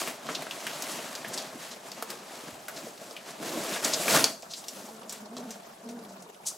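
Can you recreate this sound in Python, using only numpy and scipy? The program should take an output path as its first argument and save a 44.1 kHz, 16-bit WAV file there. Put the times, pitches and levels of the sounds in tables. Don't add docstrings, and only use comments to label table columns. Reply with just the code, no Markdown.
import sys
import numpy as np
from scipy import signal
from scipy.io import wavfile

SR = 44100
rng = np.random.default_rng(int(sys.argv[2]) if len(sys.argv) > 2 else 0)


def volts_from_decibels(level):
    exponent = np.asarray(level, float) / 20
    return 10 ** exponent


def to_wav(sig):
    pcm = np.clip(np.atleast_2d(sig), -1, 1) * 32767
    pcm = np.round(pcm).astype(np.int16)
    wavfile.write(sys.argv[1], SR, pcm.T)


N = 289781


def rms_one(x):
    return x / np.sqrt(np.mean(x ** 2) + 1e-20)


def peak_one(x):
    return x / np.abs(x).max()


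def in_time(rows):
    start_s, *columns = np.transpose(rows)
    return [np.interp(np.arange(N) / SR, start_s, column) for column in columns]


def at_hz(points, hz):
    points_hz, values = np.array(points).T[:2]
    return np.interp(np.log(hz), np.log(points_hz), values)


def drift(rate_hz):
    step = 40
    r = np.exp(-2 * np.pi * rate_hz * step / SR)
    slow = signal.lfilter([1], [1, -2 * r, r * r], rng.standard_normal(N // step + 2002))
    slow = rms_one(slow[2000:])
    return np.interp(np.arange(N) / step, np.arange(len(slow)), slow)


def resonate(x, hz, width_hz):
    r = np.exp(-np.pi * width_hz / SR)
    zeros = np.array([1, 0, -1]) * (1 - r * r) / 2
    return signal.lfilter(zeros, [1, -2 * r * np.cos(2 * np.pi * hz / SR), r * r], x)


def filtered(x, order, hz, kind):
    return signal.sosfilt(signal.butter(order, hz, kind, fs=SR, output="sos"), x)


def banded(spectrum, grain_db, patchy_db, tilt_db=0, apart=1.0):
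    # pitch_hz, likeness [0 to 1]
    likeness = [(60, 0.23), (150, 0.51), (380, 0.83), (950, 0.78), (2380, 0.67), (5980, 0.9),
                (15000, 0.817)]
    lowest_hz, highest_hz = spectrum[0][0], min(1.26 * spectrum[-1][0], 19000)
    edges = 2 ** np.arange(np.log2(lowest_hz), np.log2(highest_hz), 1 / 3)
    grains = volts_from_decibels(grain_db * np.minimum(rng.exponential(1, N), 4.5))
    white = rng.standard_normal((2, 2, N)) * grains
    together = drift(45)
    out = 0
    for k, (low, high) in enumerate(zip(edges, edges[1:])):
        mid, side = filtered(white[k % 2], 2, [low, high], "band")
        hz = np.sqrt(low * high)
        unlike = np.clip(apart * (1 - at_hz(likeness, hz)), 0, 1)
        flicker_db = patchy_db * (together + 1.59 * drift(27.4))
        gain = volts_from_decibels(at_hz(spectrum, hz) + flicker_db)
        slope = volts_from_decibels(tilt_db * np.log2(hz / 4000))
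        out = out + gain * slope * (np.sqrt(2 - unlike) * mid + np.sqrt(unlike) * side * [[1], [-1]])
    return rms_one(out)


def claws():
    # start_s, level_db [peak of the tick before narrow ring and edge], pitch_hz,
    # rattle_t60_s, edge_db [peak of the broad edge over level_db]
    claw_ticks = [(0.0747, -30, 2280, 0.27, 4), (0.2682, -32.5, 3220, 0.1, -20.5),
                  (0.2896, -30, 1425, 0.093, -22), (0.3533, -21, 3620, 0.081, -30),
                  (0.4218, -36, 2090, 0.08, 4), (0.4667, -32, 1646, 0.068, -14),
                  (0.5103, -24.5, 3014, 0.06, -15.5), (0.6675, -23.5, 2090, 0.074, -1.5),
                  (0.8226, -25.5, 5060, 0.03, 1), (0.989, -31.5, 2670, 0.055, -20),
                  (1.1522, -25, 4700, 0.034, -26.5), (1.2469, -26, 1773, 0.1, -30),
                  (1.3762, -22.5, 4500, 0.2, -30), (1.917, -26, 4600, 0.0216, -30),
                  (2.0245, -30, 1490, 0.028, 8), (2.1031, -33, 4270, 0.046, 11),
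                  (2.683, -29, 1565, 0.092, 4), (2.977, -43, 4000, 0.041, -17.5),
                  (3.1099, -33, 5210, 0.08, -22), (3.1656, -30, 2470, 0.1, -12),
                  (3.7615, -25.5, 1660, 0.068, -19.5), (4.0814, -14.5, 1660, 0.043, -9),
                  (4.242, -5, 4660, 0.02, -30), (4.4229, -36, 5290, 0.103, -18),
                  (4.5364, -25.5, 4090, 0.088, -21), (4.6404, -37, 3800, 0.073, -20),
                  (4.6832, -22.5, 5730, 0.096, -31.5), (5.032, -41, 2820, 0.053, -13),
                  (5.0948, -25.5, 5800, 0.113, -25.5), (5.1248, -27, 7470, 0.069, -23.5),
                  (5.3673, -30, 4100, 0.08, -30), (5.5065, -30.5, 5940, 0.18, -23),
                  (5.889, -36.5, 5880, 0.092, -27.5), (5.99, -45.5, 3900, .04, -20),
                  (6.05, -44, 3500, .04, -20), (6.2233, -39, 6150, 0.11, -23), (6.29, -47, 3000, .04, -20),
                  (6.346, -44, 2900, 0.06, -20)]
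    snap_t60_s, snap_gain = 0.005, 1.8
    raw_share = 0.55
    ring_db, ring_width_share = -12.5, 0.051
    out, t = np.zeros(N + SR), np.arange(SR // 4) / SR
    for start_s, level_db, pitch_hz, t60_s, edge_db in claw_ticks:
        noise = rng.standard_normal(len(t))
        snap = np.sign(noise) * volts_from_decibels(-60 * t / snap_t60_s)
        rattle = noise * (0.52 * volts_from_decibels(-60 * t / 0.082) + 0.8 * volts_from_decibels(-60 * t / max(t60_s, 0.01)))
        burst = snap_gain * snap + rattle
        raw = filtered(burst, 2, 0.7 * pitch_hz, "high")
        raw = filtered(raw, 1, 1.2 * pitch_hz, "low")
        body = burst
        for _ in range(2):
            body = resonate(body, pitch_hz, 0.96 * pitch_hz)
        ring = resonate(burst, pitch_hz, ring_width_share * pitch_hz)
        edge = filtered(burst, 1, [1800, 14000], "band")
        tick = peak_one(peak_one(body) + raw_share * peak_one(raw))
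        tick = tick + volts_from_decibels(ring_db) * peak_one(ring) + volts_from_decibels(edge_db) * peak_one(edge)
        at = round(start_s * SR)
        out[at:at + len(t)] += volts_from_decibels(level_db) * tick
    return out[:N]


def scuffs():
    # top_s, level_db [rms of the noise before its
    # swell], pitch_hz, fade_s [to 1/e]
    swelling_bands = [(.29, -44, 170, .015), (.353, -30.5, 3370, 0.0069), (.92, -37.5, 6170, 0.014),
                      (1.285, -40.5, 8700, .0073), (1.29, -47.5, 152, .026), (1.342, -33, 5700, .012),
                      (1.424, -40, 5330, 0.0027), (1.55, -47, 170, 0.0294), (1.72, -42.5, 3870, .017),
                      (2.485, -44.5, 189, .016), (2.53, -56, 89, 0.07), (2.771, -41, 3960, 0.012),
                      (2.845, -46.5, 196.6, .038), (3.31, -44.5, 5300, 0.0094), (3.44, -39, 229, .06),
                      (3.58, -40.5, 250, .08), (3.849, -20.5, 5140, 0.0061), (3.94, -22, 4400, 0.0095),
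                      (4.14, -38, 160, 0.048), (4.16, -26, 1000, 0.042), (4.52, -40, 4360, 0.0225),
                      (4.58, -42, 5500, 0.0245), (4.86, -48, 6000, 0.014), (5.383, -41, 4870, 0.0026),
                      (6.10, -53.5, 5000, .02), (6.477, -27.5, 5970, 0.01974)]
    rise_share = 0.5
    t, out = np.arange(-SR // 4, SR // 2) / SR, np.zeros(N + SR)
    grit = rng.standard_normal(N + SR) * volts_from_decibels(np.resize(drift(350), N + SR))
    for top_s, level_db, pitch_hz, fade_s in swelling_bands:
        span = slice(round(top_s * SR), round(top_s * SR) + len(t))
        rise = np.exp(-0.5 * (t / (rise_share * fade_s)) ** 2)
        swell = np.where(t < 0, rise, np.exp(-np.abs(t) / fade_s))
        band = filtered(grit[span], 2, [0.8 * pitch_hz, min(1.64 * pitch_hz, 16000)], "band")
        out[span] += volts_from_decibels(level_db) * swell * rms_one(band)
    return out[SR // 4:SR // 4 + N]


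def boards(x):
    # pitch_hz, width_hz, gain_db
    floor_modes = [(239, 55, -4.5), (457.3, 31, 5.5), (648, 95, 3), (741, 11.3, -2), (1094, 100, -7.5),
                   (1337, 27, -2.5), (1660, 50, -28)]
    return sum((-1) ** k * volts_from_decibels(gain_db) * resonate(x, pitch_hz, width_hz)
               for k, (pitch_hz, width_hz, gain_db) in enumerate(floor_modes))


def knocks():
    # start_s, level_db [peak]
    paw_knocks = [(.0173, -24.5), (.0739, -28), (.2888, -22.5), (.4218, -33), (.4667, -30), (.989, -31),
                  (1.2466, -31), (1.3763, -36), (2.0245, -24.5), (2.8689, -33.5), (3.1103, -35.5),
                  (3.7618, -27.5), (4.2418, -25), (4.43, -34), (5.3672, -32)]
    out, t = np.zeros(N + SR), np.arange(SR // 8) / SR
    for start_s, level_db in paw_knocks:
        blow = rng.standard_normal(len(t)) * volts_from_decibels(-60 * t / 0.006)
        at = round(start_s * SR)
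        out[at:at + len(t)] += volts_from_decibels(level_db) * peak_one(boards(blow))
    return out[:N]


def groans():
    # start_s, pitch_hz [before its wavering], level_db [rms of the fundamental before its throb]
    groan_curves = [
        [(4.75, 200, -64), (4.95, 222, -59), (5.17, 200, -60), (5.26, 218, -51), (5.38, 250, -46),
         (5.45, 246, -44), (5.5, 226, -50), (5.62, 193, -63)],
        [(5.81, 180, -64), (5.84, 200, -55), (5.86, 245, -43), (5.98, 232, -49), (6.09, 200, -56),
         (6.25, 175, -58), (6.29, 170, -68)],
    ]
    # pitch_hz, width_hz [of each of two passes], level_db [against each other]
    throat_modes = [(180, 50, -11), (265, 70, -11), (445, 60, -11), (685, 90, -9), (905, 70, -16),
                    (1480, 140, -19)]
    husk, octave_db = 3.0, -16
    open_db, open_per_db, easy_db = 1, -0.4, -50
    out, t = 0, np.arange(N) / SR
    for rows in groan_curves:
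        pitch_hz, level_db = in_time(rows)
        phase = 2 * np.pi * np.cumsum(pitch_hz * (1 + 0.06 * drift(50))) / SR
        puffs = np.exp(12.0 * (np.cos(phase) - 1)) * (1 + husk * rng.standard_normal(N))
        throat = 0
        for k, (mode_hz, width_hz, mode_db) in enumerate(throat_modes):
            ringing = resonate(resonate(puffs, mode_hz, width_hz), mode_hz, width_hz)
            throat = throat + (-1) ** k * volts_from_decibels(mode_db) * rms_one(ringing)
        throat = throat * volts_from_decibels(open_db + open_per_db * (level_db - easy_db))
        throb = volts_from_decibels(3.5 * drift(30))
        tone = np.sqrt(2) * throb * (np.sin(phase) + volts_from_decibels(octave_db) * np.sin(2 * phase))
        gate = np.clip(np.minimum(t - rows[0][0], rows[-1][0] - t) / 0.025, 0, 1)
        out = out + volts_from_decibels(level_db) * gate * (tone + throat)
    return out


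def swells():
    # start_s, rustle_db, brightness_db [per octave], drumming_db
    stirring = [(0, -45, 1, -48), (.2, -50.5, -2.5, -50), (.5, -45.5, -1.5, -45), (.9, -40, -.5, -45.5),
                (1.3, -44.5, -2, -47.5), (1.5, -47.5, -1.5, -46.5), (1.8, -55, -1, -52.5),
                (2.3, -49.5, -1.5, -51), (2.9, -53, 0.5, -57), (3.37, -50.5, -2, -53),
                (3.46, -38, -0.5, -40.5), (3.65, -35.5, -0.5, -35.5), (3.76, -38, -0.5, -40.5),
                (3.82, -42.5, -0.5, -43), (3.9, -35, 0, -38), (4.03, -32, 1.5, -37), (4.27, -34, 0, -35.5),
                (4.39, -58, 1.5, -59.5), (4.6, -53, 2.5, -56), (5.06, -60.5, 0.5, -53),
                (5.7, -58, -1.5, -57.5), (6.1, -62.5, 1, -50), (6.38, -72, 1.5, -64),
                (6.57, -58, 6.5, -54.5)]
    # top_s, rustle_db, drumming_db, fade_s [to fall by 10 dB]
    weight_shifts = [(0.0, -31.5, -38.5, 0.0887), (.085, -37, -44, .045), (.3, -39, -41, .09),
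                     (.41, -42, -44, .06), (.54, -42.5, -47, 0.04), (.7, -40.5, -49.5, 0.25),
                     (.9, -40, -47.5, 0.18), (1.05, -46.5, -50.5, 0.15), (1.36, -41, -44, 0.13),
                     (1.629, -41, -54, .1), (1.72, -46, -50.5, .05), (1.87, -46, -50, .08),
                     (1.98, -47, -49, .12), (2.11, -41.5, -45, 0.0626), (2.35, -44.5, -48.5, 0.15),
                     (2.48, -46, -48, 0.07), (2.779, -42.5, -46, .1), (2.87, -48, -49, .05),
                     (3.03, -47, -45.5, .1), (3.289, -41.5, -44.5, 0.06), (3.43, -41, -40, 0.02),
                     (3.739, -33, -42.5, 0.0643), (3.858, -26.5, -34, 0.0469), (4.11, -23.5, -29.5, 0.0535),
                     (4.158, -20, -24.5, 0.0643), (4.435, -45, -44, 0), (4.77, -46.5, -47, 0.21),
                     (4.87, -53.5, -61, 0.02), (5.131, -42.5, -51, 0.06), (5.39, -52, -44, 0.08),
                     (5.511, -47.5, -53, .07), (5.9, -51.5, -57, 0.0337), (6.49, -57, -66.5, .15)]
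    rise_share, roundness = 0.6, 1.12
    t = np.arange(0, N, 32) / SR
    rustle_db, bright_db, drum_db = in_time(stirring)
    power = 1e-12
    for top_s, fur_db, floor_db, fade_s in weight_shifts:
        away = np.where(t < top_s, (top_s - t) / rise_share, t - top_s) / fade_s
        power = power + volts_from_decibels(2 * np.array([[fur_db], [floor_db]])) * 10 ** -away ** roundness
    fur, floor = (np.interp(np.arange(N) / SR, t, p) for p in power)
    return np.sqrt(fur + volts_from_decibels(2 * rustle_db)), bright_db, np.sqrt(floor + volts_from_decibels(2 * drum_db))


def rustle(fur, bright_db):
    # [per Hz, relative]
    rustle_spectrum = [(530, -5.5), (900, -5.5), (3430, -8), (5100, -8.5), (8150, -9), (9200, -10),
                       (13400, -17.5), (16000, -24)]
    return fur * banded(rustle_spectrum, grain_db=3.5, patchy_db=0.6, tilt_db=bright_db, apart=0.6)


def drumming(weight):
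    # [per Hz, relative]
    tread_spectrum = [(35, -68), (60, -43), (145, -4), (459, 1), (529, -3.5), (628, -3), (789, -7.5),
                      (1800, -13.5), (2340, -36), (3960, -120)]
    tread = banded(tread_spectrum, grain_db=3.0, patchy_db=1.7469, apart=0.074)
    return weight * rms_one(tread + 1.2 * boards(tread))


def room(x):
    t60_s, echo_db, wall_cut_hz = 0.34, -12, 7200
    t = np.arange(SR // 2) / SR
    dull = np.exp(-2 * np.pi * wall_cut_hz / SR)
    tail = signal.lfilter([1], [1, -dull], rng.standard_normal((2, len(t))))
    tail = tail * volts_from_decibels(-60 * t / t60_s) * (t > 0.004)
    tail = tail + 0.35 * tail[::-1]
    tail = tail / np.sqrt(np.sum(tail ** 2) / 2)
    return volts_from_decibels(echo_db) * signal.fftconvolve(x, tail, axes=1)[:, :N]


def room_hum():
    # [per Hz, relative]
    hum_spectrum = [(18, -58), (30, -8.5), (103, -34), (194, -4.5), (273, -20.5), (404, -10), (499, -17),
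                    (666, -5.5), (2120, -24), (4420, -26), (9970, -28.5), (14800, -35.5), (16000, -40)]
    return volts_from_decibels(-49.5) * banded(hum_spectrum, grain_db=-0.9, patchy_db=2.0, apart=4.7)


def scene():
    paws = claws() + scuffs() + knocks()
    voice = groans()
    fur, bright_db, weight = swells()
    echo = room((paws + 0.6 * voice)[None])
    return paws + voice + echo + rustle(fur, bright_db) + drumming(weight) + room_hum()


def roll_off(x):
    return signal.sosfilt(signal.butter(12, 16460, fs=SR, output="sos"), x)


def record(dry):
    notch_hz, notch_width_hz, notch_share = 9100, 600, 0.7
    left_db, ports_hz, bass_cut_hz, treble_cut_hz = 0.42, 504, 85, 15800
    heard = dry - notch_share * resonate(dry, notch_hz, notch_width_hz)
    heard = filtered(heard, 2, bass_cut_hz, "high")
    heard = heard * volts_from_decibels(np.array([[left_db], [-left_db]]))
    mid, side = heard.mean(axis=0), (heard[0] - heard[1]) / 2
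    side = filtered(side, 2, ports_hz, "high")
    heard = mid + side * [[1], [-1]]
    steep_cut = signal.ellip(10, 0.5, 60, treble_cut_hz, fs=SR, output="sos")
    heard = signal.sosfilt(steep_cut, heard)
    return roll_off(heard)


dry = scene()
out = record(dry)
to_wav(out)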